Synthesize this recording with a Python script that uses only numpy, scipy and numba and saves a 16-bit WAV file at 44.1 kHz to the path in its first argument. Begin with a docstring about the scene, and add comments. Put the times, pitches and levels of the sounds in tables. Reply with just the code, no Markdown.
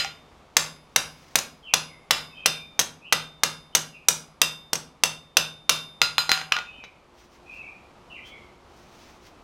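"""Steel is already ringing from a tap on a bare anvil, over a murmuring forge; sixteen blows on a hot bar follow.
Two taps on the bare face come next, then the hammer is laid down and rocks to rest.
Each blow is a noise crack that excites damped steel modes, echoes in a small workshop and overloads
the close microphone. Apron rubs are grainy noise; a bird outside is gliding sines with a diffuse echo."""
import sys
import numpy as np
from scipy import signal
from scipy.fft import rfft, irfft
from scipy.io import wavfile
from scipy.ndimage import uniform_filter1d
from numba import njit

SR = 44100
rng = np.random.default_rng(int(sys.argv[2]) if len(sys.argv) > 2 else 0)


def dump_mix(stems):
    """Bounce the given channels to the path in sys.argv[1] as a 16-bit WAV at rate SR."""
    frames = np.atleast_2d(stems).T  # one column per channel
    limited = np.clip(frames, -1, 1)  # hard clip at full scale
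    pcm = np.round(limited * 32767).astype(np.int16)
    wavfile.write(sys.argv[1], SR, pcm)


N = 415995
RING_TIME_S = np.arange(SR) / SR  # time since a contact
LEAD_S = 0.05  # room for the tap that falls just before time zero
TOP_HZ = 16000

# All table levels are relative; each source adds its own trim.
# Blows on the hot bar; seat_db 0 = bar dead flat on the anvil:
# start_s, force_db, crush_ms, brightness_db, seat_db, face_ring_db
BLOWS = [(0.5677, 0.5, 4.8, -2, -15, 0.5), (0.961, -2.5, 4.6, -1, -21, -1.5),
         (1.3556, -6, 5.8, 0, -27, -4.5), (1.738, -3, 4.7, -4.5, -16.5, -1.5),
         (2.1084, 0.5, 6.1, -6, -10.5, 3), (2.4593, -4.5, 6.4, -1.5, -3.5, -2.5),
         (2.7924, -7, 12.3, -1, -22.5, -11.5), (3.1248, -1.5, 7.5, -7.5, -6, -7),
         (3.4347, -5.5, 4.9, -2.5, -10, -2.5), (3.7502, -7, 7.6, 2.5, -19, -3),
         (4.0851, -6.5, 4.6, 5.5, -29, -4.5), (4.4164, -4.5, 4.4, 1, -2, -2),
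         (4.7317, -11.5, 5.1, -0.5, -27.5, -11.5), (5.0361, -4, 4.3, -3, -8, -6.5),
         (5.3694, -0.5, 4.7, -5, -5.5, -5), (5.694, -1.5, 5.4, -2.5, -1.5, -2)]
# Bar springs up and slaps back on the anvil: start_s, force_db
BAR_SLAPS = [(1.387, -19), (2.813, -21), (3.769, -20.5), (4.108, -25.5), (4.755, -23.5), (5.056, -24)]
# Hammer face on bare steel: start_s, force_db, contact_ms
BARE_TAPS = [(-0.02, -1.5, 1.4), (6.0165, 0.5, 2.5), (6.1818, -2.5, 1.15), (6.2932, -9, 3.2),
             (6.317, 4, 0.57)]
# Hammer lying on its side, rocking against the anvil: start_s, force_db, contact_ms
HAMMER_ROCKS = [(0.047, -13.5, 1.3), (6.375, -15.5, 2.6), (6.414, -19.5, 2.9), (6.5218, -1, 2.7),
                (6.566, -13.5, 2.8), (6.587, -17, 3.9), (6.839, -31, 16)]
# Handle and head knocking as the hammer rocks: start_s, pitch_hz, level_db, t60_s
HAMMER_KNOCKS = [(.048, 790, -27, 0.07), (6.293, 765, -31.5, 0.62), (6.519, 1220, -27.5, 0.29),
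                 (6.525, 1410, -32, 0.15), (6.564, 1433, -24, 0.21), (6.785, 255, -44, 0.071),
                 (6.839, 3880, -47, 0.11)]

# Anvil flexing as a beam: pitch_hz, level_db, t60_s
ANVIL_BEND_MODES = [(2742, -21, .32), (3614, -26.5, .64), (5050, -27, .3), (7558, -45, .33),
                    (12255, -48, .42)]
# Anvil face and body: pitch_hz, level_db, t60_s
ANVIL_FACE_MODES = [(1143, -40, .35), (1415, -35, .32), (1528, -36, .37), (1682, -36, .29),
                    (2228, -50, .85), (2397, -34, .29), (2814, -35, .31), (3391, -37, .32),
                    (3466, -39, .32), (3773, -43, .33), (4971, -32, .42), (6357, -39, .26),
                    (7321, -47, .33), (9571, -53, .57), (9983, -49, .37), (10179, -51, .61),
                    (12465, -50, .47)]
# Hammer head: pitch_hz, level_db, t60_s
HAMMER_MODES = [(1412, -26, .24), (2530, -33, .22), (3050, -34, .2), (4084, -26, .22), (4093, -21, .25),
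                (4269, -37, .25), (4874, -25, .24), (4888, -29, .2), (5052, -26, .2), (5486, -38, .28),
                (6352, -36, .3), (6503, -36, .25), (6896, -37, .25), (7330, -42, .3), (8020, -46, .3),
                (8592, -47, .33), (9152, -42, .33), (11990, -36, .18)]
# Colour of the crack: freq_hz, level_db
CRACK_COLOUR = [(35, -12), (100, -18), (260, -7.5), (480, -9.5), (800, 1), (1050, 0.5), (1600, -1),
                (3800, 1), (4700, -1), (6200, -1.5), (7500, -5), (12000, -7.5), (16000, -14)]
# Colour of the workshop echo: freq_hz, level_db
WALL_COLOUR = [(60, -2.5), (160, 8.5), (330, -2.5), (480, 9.5), (750, -1), (1300, 2), (1900, -3.5),
               (2700, -0.5), (4400, 0), (5900, -3), (8000, 1), (12000, -4), (15500, -9.5)]
# Decay of the workshop echo: freq_hz, t60_s
WALL_DECAY = [(100, 0.82), (500, .38), (1500, 0.36), (4000, 0.3), (8000, 0.27), (15000, .26)]

# Colour of the forge bed: freq_hz, level_db
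FORGE_COLOUR = [(20, -11), (40, -4), (68, 2), (100, -6), (160, -4.5), (260, -5), (450, -7), (750, -6.5),
                (1200, -8.5), (1650, -17.5), (2500, -18), (4000, -22.5), (6000, -27.5), (9000, -35),
                (13000, -41), (16000, -52.5)]
# Level of the background bed over time: time_s, level_db
BED_LEVEL = [(0, -3), (5, -6), (6.9, -5), (7.6, -1.5), (9.43, -1.5)]
# Apron and glove rubs, each swelling and fading: peak_s, half_length_s, level_db
APRON_RUBS = [(1.248, 0.29, -56.5), (7.216, 0.061, -56.5), (7.345, .03, -57), (7.558, 0.074, -59),
              (8.285, .03, -51.5), (8.786, 0.083, -59.5), (9.03, 0.13, -53.5), (9.263, 0.039, -53.5)]
# Colour of leather rubbing: freq_hz, level_db
LEATHER_COLOUR = [(300, -19), (2000, 0.0), (4000, -3.5), (6000, -2.5), (7500, -12.5), (12000, -20), (16000, -17)]
# Bird notes: start_s, length_s, start_hz, end_hz, level_db
BIRD_NOTES = [(1.627, 0.1, 3250, 2153, -41), (1.877, 0.056, 2340, 2020, -50),
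              (2.303, 0.32, 2624, 2390, -45.5), (2.344, 0.044, 3140, 3110, -45.5),
              (3.014, 0.064, 2384, 3160, -44.5), (3.724, 0.032, 2990, 3070, -48.5),
              (3.918, 0.05, 2890, 2260, -47.5), (6.65, 0.026, 2660, 2393, -41),
              (6.699, 0.068, 2915, 2990, -48.5), (6.756, 0.093, 2646, 2143, -47.5),
              (7.458, 0.091, 2457, 2494, -43), (7.531, 0.088, 2680, 2610, -42.5),
              (7.615, 0.077, 2296, 2497, -42), (8.099, 0.021, 2910, 2660, -40.5),
              (8.139, 0.043, 2910, 2024, -40), (8.231, 0.041, 3110, 3340, -46),
              (8.295, 0.075, 2410, 2030, -46)]

FORGE_DB = -51
# Force is taken off the thud, which therefore hardly changes: softer contacts sound duller.
BLOW_THUD_DB, SLAP_THUD_DB, TAP_THUD_DB, ROCK_THUD_DB = -2, -15.5, -5, -22.5
# A badly seated bar clanks instead of ringing the anvil; hot steel deadens the hammer head.
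FLAT_CLANK_DB, CLANK_DB_PER_SEAT_DB, BLOW_HEAD_DB = -2.5, 0.18, -24.5
SLAP_CHATTER_MS, SLAP_BRIGHT_DB, SLAP_CLANK_DB, SLAP_RING_DB = 6, -1, 5, -8
# On bare steel the head rings freely, and even a light tap rings well.
TAP_BRIGHT_DB, TAP_CLANK_DB, TAP_RING_DB_PER_FORCE_DB = -18, 1, 0.6
TAP_BEND_DB, TAP_FACE_DB, TAP_HEAD_DB = -14.5, -2.5, 0
ROCK_BRIGHT_DB, ROCK_CLANK_DB, ROCK_FACE_DB, ROCK_RING_DB = -24.5, 2, -12.5, -13


def undb(db):
    """Decibels to gain."""
    return 10 ** (np.asarray(db) / 20)


def unit(x):
    """Scale to rms 1."""
    return x / np.sqrt(np.mean(x ** 2))


def at_hz(points, hz):
    """Read (Hz, value) points on a log-frequency axis."""
    point_hz, value = np.transpose(points)
    return np.interp(np.log(np.maximum(hz, 1)), np.log(point_hz), value)


def bins(size):
    """Frequencies of a real spectrum, Hz."""
    return np.arange(size // 2 + 1) * SR / size


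def hump(hz, centre_hz, octaves):
    """Bell of height 1 on the log-frequency axis."""
    return np.exp(-0.5 * (np.log2(np.maximum(hz, 1) / centre_hz) / octaves) ** 2)


def causal(db, size=2048):
    """Minimum-phase impulse response of a dB curve, through its cepstrum."""
    cepstrum = irfft(np.log(undb(db)))
    cepstrum[1:size // 2] *= 2
    cepstrum[size // 2 + 1:] = 0
    return irfft(np.exp(rfft(cepstrum)))


def noise(colour):
    """Noise of rms 1 with the given colour."""
    spectrum = rfft(rng.standard_normal(N))
    return unit(irfft(spectrum * undb(at_hz(colour, bins(N))), N))


def walk(rate_hz):
    """Smooth random signal: Gaussian steps at rate_hz, averaged twice over one step."""
    step = int(SR / rate_hz)
    steps = np.repeat(rng.standard_normal(N // step + 1), step)
    return uniform_filter1d(uniform_filter1d(steps, step), step)[:N]


def fade(time_s, t60_s):
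    """Exponential decay, 60 dB in t60_s."""
    return np.exp(-np.log(1000) * time_s / t60_s)


def add(track, start_s, sound):
    """Mix a sound into a track, clipped to the track's ends."""
    start = int(round(start_s * SR))
    a, b = max(start, 0), min(start + len(sound), len(track))
    track[a:b] += sound[a - start:b - start]


def echoes(t60s, colour, build_s, count=9):
    """Diffuse response of unit energy: octave-spaced bands that each die at their own rate."""
    hz = bins(len(RING_TIME_S))
    spectrum = rfft(rng.standard_normal(len(RING_TIME_S)))
    centres_hz = np.geomspace(60, 16000, count)
    tail = 0
    for centre_hz, share in zip(centres_hz, np.eye(count)):
        gain = at_hz(np.c_[centres_hz, share], hz) * undb(at_hz(colour, hz))
        band = irfft(spectrum * gain, len(RING_TIME_S))
        tail = tail + band * fade(RING_TIME_S, at_hz(t60s, centre_hz))
    tail = tail * (1 - np.exp(-(RING_TIME_S / build_s) ** 2))
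    return tail / np.linalg.norm(tail)


def contacts():
    """Every contact in time order: start_s, force, crush_ms, thud, bright, clank, bend, face, head (dB)."""
    rows = []
    for start_s, force, crush_ms, bright, seat, face in BLOWS:
        thud = BLOW_THUD_DB - force
        clank = FLAT_CLANK_DB - CLANK_DB_PER_SEAT_DB * seat
        rows.append((start_s, force, crush_ms, thud, bright, clank, seat, face, BLOW_HEAD_DB + force))
    for start_s, force in BAR_SLAPS:
        thud, rung = SLAP_THUD_DB - force, SLAP_RING_DB + force
        rows.append((start_s, force, SLAP_CHATTER_MS, thud, SLAP_BRIGHT_DB, SLAP_CLANK_DB, rung, rung, rung))
    for start_s, force, contact_ms in BARE_TAPS:
        thud, rung = TAP_THUD_DB - force, TAP_RING_DB_PER_FORCE_DB * force
        rows.append((start_s, force, contact_ms, thud, TAP_BRIGHT_DB, TAP_CLANK_DB,
                     TAP_BEND_DB + rung, TAP_FACE_DB + rung, TAP_HEAD_DB + rung))
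    for start_s, force, contact_ms in HAMMER_ROCKS:
        thud, rung = ROCK_THUD_DB - force, ROCK_RING_DB + force
        rows.append((start_s, force, contact_ms, thud, ROCK_BRIGHT_DB, ROCK_CLANK_DB,
                     rung, ROCK_FACE_DB + force, rung))
    return sorted(rows)


def crack(crush_ms, thud_db, bright_db, clank_db, push=0.98, full_push_ms=5.7, push_hz=1900,
          chatter_hz=1500, clank_hz=6050, clank_octaves=0.12, clank_base_db=7, bright_hz=10000, size=2048):
    """A blunt push carries the body; bright chatter lasts as long as the contact; a broad resonance clanks."""
    hz, time_ms = bins(size), RING_TIME_S[:size] * 1000
    weight = np.sqrt(min(crush_ms / full_push_ms, 1))  # a brief contact gives a lighter push
    lowpass = signal.butter(1, push_hz, fs=SR)
    blow = weight * push * signal.lfilter(*lowpass, signal.unit_impulse(size))
    chatter = rng.standard_normal(size) * np.exp(-(time_ms / crush_ms) ** 2)
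    highpass = signal.butter(2, chatter_hz, "high", fs=SR)
    chatter = signal.lfilter(*highpass, chatter / np.linalg.norm(chatter))
    colour_db = at_hz(CRACK_COLOUR, hz) + thud_db * hump(hz, 230, 1)
    colour_db = colour_db + bright_db * hump(np.minimum(hz, bright_hz), bright_hz, 0.82)  # flat above bright_hz
    colour_db = colour_db + (clank_base_db + clank_db) * hump(hz, clank_hz, clank_octaves)
    return signal.fftconvolve(blow + chatter, causal(colour_db))


def ring(modes):
    """Damped modes set going by one contact; each level varies randomly per contact, more for higher modes."""
    pitch_hz, level_db, t60_s = np.transpose(modes)[:, :, None]
    time_s = RING_TIME_S[:int(1.2 * t60_s.max() * SR)]
    size = undb(level_db + pitch_hz / 3500 * rng.standard_normal(pitch_hz.shape))
    sign = rng.choice([-1, 1], pitch_hz.shape)
    waves = np.sin(2 * np.pi * pitch_hz * time_s)
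    return np.sum(sign * size * fade(time_s, t60_s) * waves, axis=0)


def hammering(crack_db=23.5, bend_db=1, face_db=0, head_db=1, stand_db=-44.0, stand_hz=155, stand_t60_s=0.73,
              room_db=-9.5, ring_room_db=-16, choke=0.87):
    """Cracks, ringing steel and the boom of the anvil's stand, with the workshop's echo."""
    lead = int(LEAD_S * SR)
    cracks, rings = np.zeros((2, lead + N))
    for start_s, force, crush_ms, thud, bright, clank, bend, face, head in contacts():
        s = start_s + LEAD_S
        # the weight of the hammer chokes what still rings from before
        rings[int(s * SR):] *= np.exp(-choke * undb(force))
        add(cracks, s, undb(crack_db + force) * crack(crush_ms, thud, bright, clank))
        add(rings, s, undb(bend_db + bend) * ring(ANVIL_BEND_MODES))
        add(rings, s, undb(face_db + face) * ring(ANVIL_FACE_MODES))
        add(rings, s, undb(head_db + head) * ring(HAMMER_MODES))
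        add(rings, s, ring([(stand_hz, stand_db + force + thud / 2, stand_t60_s)]))
    for start_s, *mode in HAMMER_KNOCKS:
        add(rings, start_s + LEAD_S, ring([mode]))
    room = echoes(WALL_DECAY, WALL_COLOUR, build_s=0.0039)
    sent = undb(room_db) * cracks + undb(ring_room_db) * rings
    echo = signal.fftconvolve(sent, room)[:lead + N]
    return (cracks + rings + echo)[lead:]


def forge(flutter_db=1, hum_hz=356.0, hum_db=-65, hum_from_s=6.9):
    """The fire's fluttering roar as coloured noise; a faint sine hum sets in once the hammer is down."""
    time_s = np.arange(N) / SR
    bed_db = np.interp(time_s, *np.transpose(BED_LEVEL))
    roar = noise(FORGE_COLOUR) * undb(FORGE_DB + bed_db + flutter_db * walk(11))
    pitch_hz = hum_hz * (1 + 0.0011 * walk(6.7))
    hum = np.sqrt(2) * np.sin(2 * np.pi * np.cumsum(pitch_hz) / SR)
    onset = np.clip((time_s - hum_from_s) / 0.16, 0, 1)
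    return roar + hum * undb(hum_db + 0.82 * walk(10)) * onset


def apron(rustle_db=-2, grain_db=2.0):
    """Leather and glove rub in fine uneven grains while the bar is turned over."""
    time_s = np.arange(N) / SR
    effort = np.zeros(N)
    for peak_s, half_s, level_db in APRON_RUBS:
        effort += undb(level_db + rustle_db) * np.exp(-((time_s - peak_s) / half_s) ** 2)
    return effort * noise(LEATHER_COLOUR) * undb(grain_db * walk(150))


def bird(direct_db=-9, echo_db=-0.5, yard_t60_s=0.53, waver=0.035):
    """Slurred, wavering whistles from outside, smeared by a diffuse echo."""
    song, wobble = np.zeros(N), walk(260)
    for start_s, length_s, start_hz, end_hz, level_db in BIRD_NOTES:
        u = np.linspace(0, 1, int(length_s * SR))
        glide_hz = start_hz + (end_hz - start_hz) * u
        pitch_hz = glide_hz * (1 + waver * wobble[int(start_s * SR):][:len(u)])
        swell = np.sqrt(8 * u * (1 - u))
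        add(song, start_s, undb(level_db) * swell * np.sin(2 * np.pi * np.cumsum(pitch_hz) / SR))
    yard = echoes([(1000, yard_t60_s)], [(1000, 0)], build_s=0.0071)
    return undb(direct_db) * song + undb(echo_db) * signal.fftconvolve(song, yard)[:N]


def scene(noise_side_db=-77, width_db=-32, size=256):
    """Sum of all sources; a faint noise-filtered copy and faint noise, opposite in the channels, add slight width."""
    mid = hammering() + forge() + apron() + bird()
    noise_filter = rng.standard_normal(size) / np.sqrt(size)
    side = undb(width_db) * signal.fftconvolve(mid, noise_filter)[:N]
    side = side + undb(noise_side_db) * noise(FORGE_COLOUR)
    return np.array([mid + side, mid - side])


@njit
def hold(over_db, keep):
    """Jump up with each peak, then sink back slowly."""
    out, level = np.empty(len(over_db)), 0.
    for i in range(len(over_db)):
        level = max(over_db[i], level * keep + 1e-18)
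        out[i] = level
    return out


def record(dry, ceiling_db=5, release_s=0.07, size=45):
    """A limiter ducks the cracks and lets the ring swell back; tanh flattens what it passes; the top is cut."""
    peak_db = 20 * np.log10(np.abs(dry).max(axis=0) + 1e-9)
    duck_db = hold(np.maximum(peak_db - ceiling_db, 0), np.exp(-1 / (release_s * SR)))
    limited = np.tanh(dry * undb(-uniform_filter1d(duck_db, size)))
    top_cut = signal.ellip(8, 0.2, 70, TOP_HZ, fs=SR, output="sos")
    return signal.sosfilt(top_cut, limited)


dry = scene()
out = record(dry)
dump_mix(out)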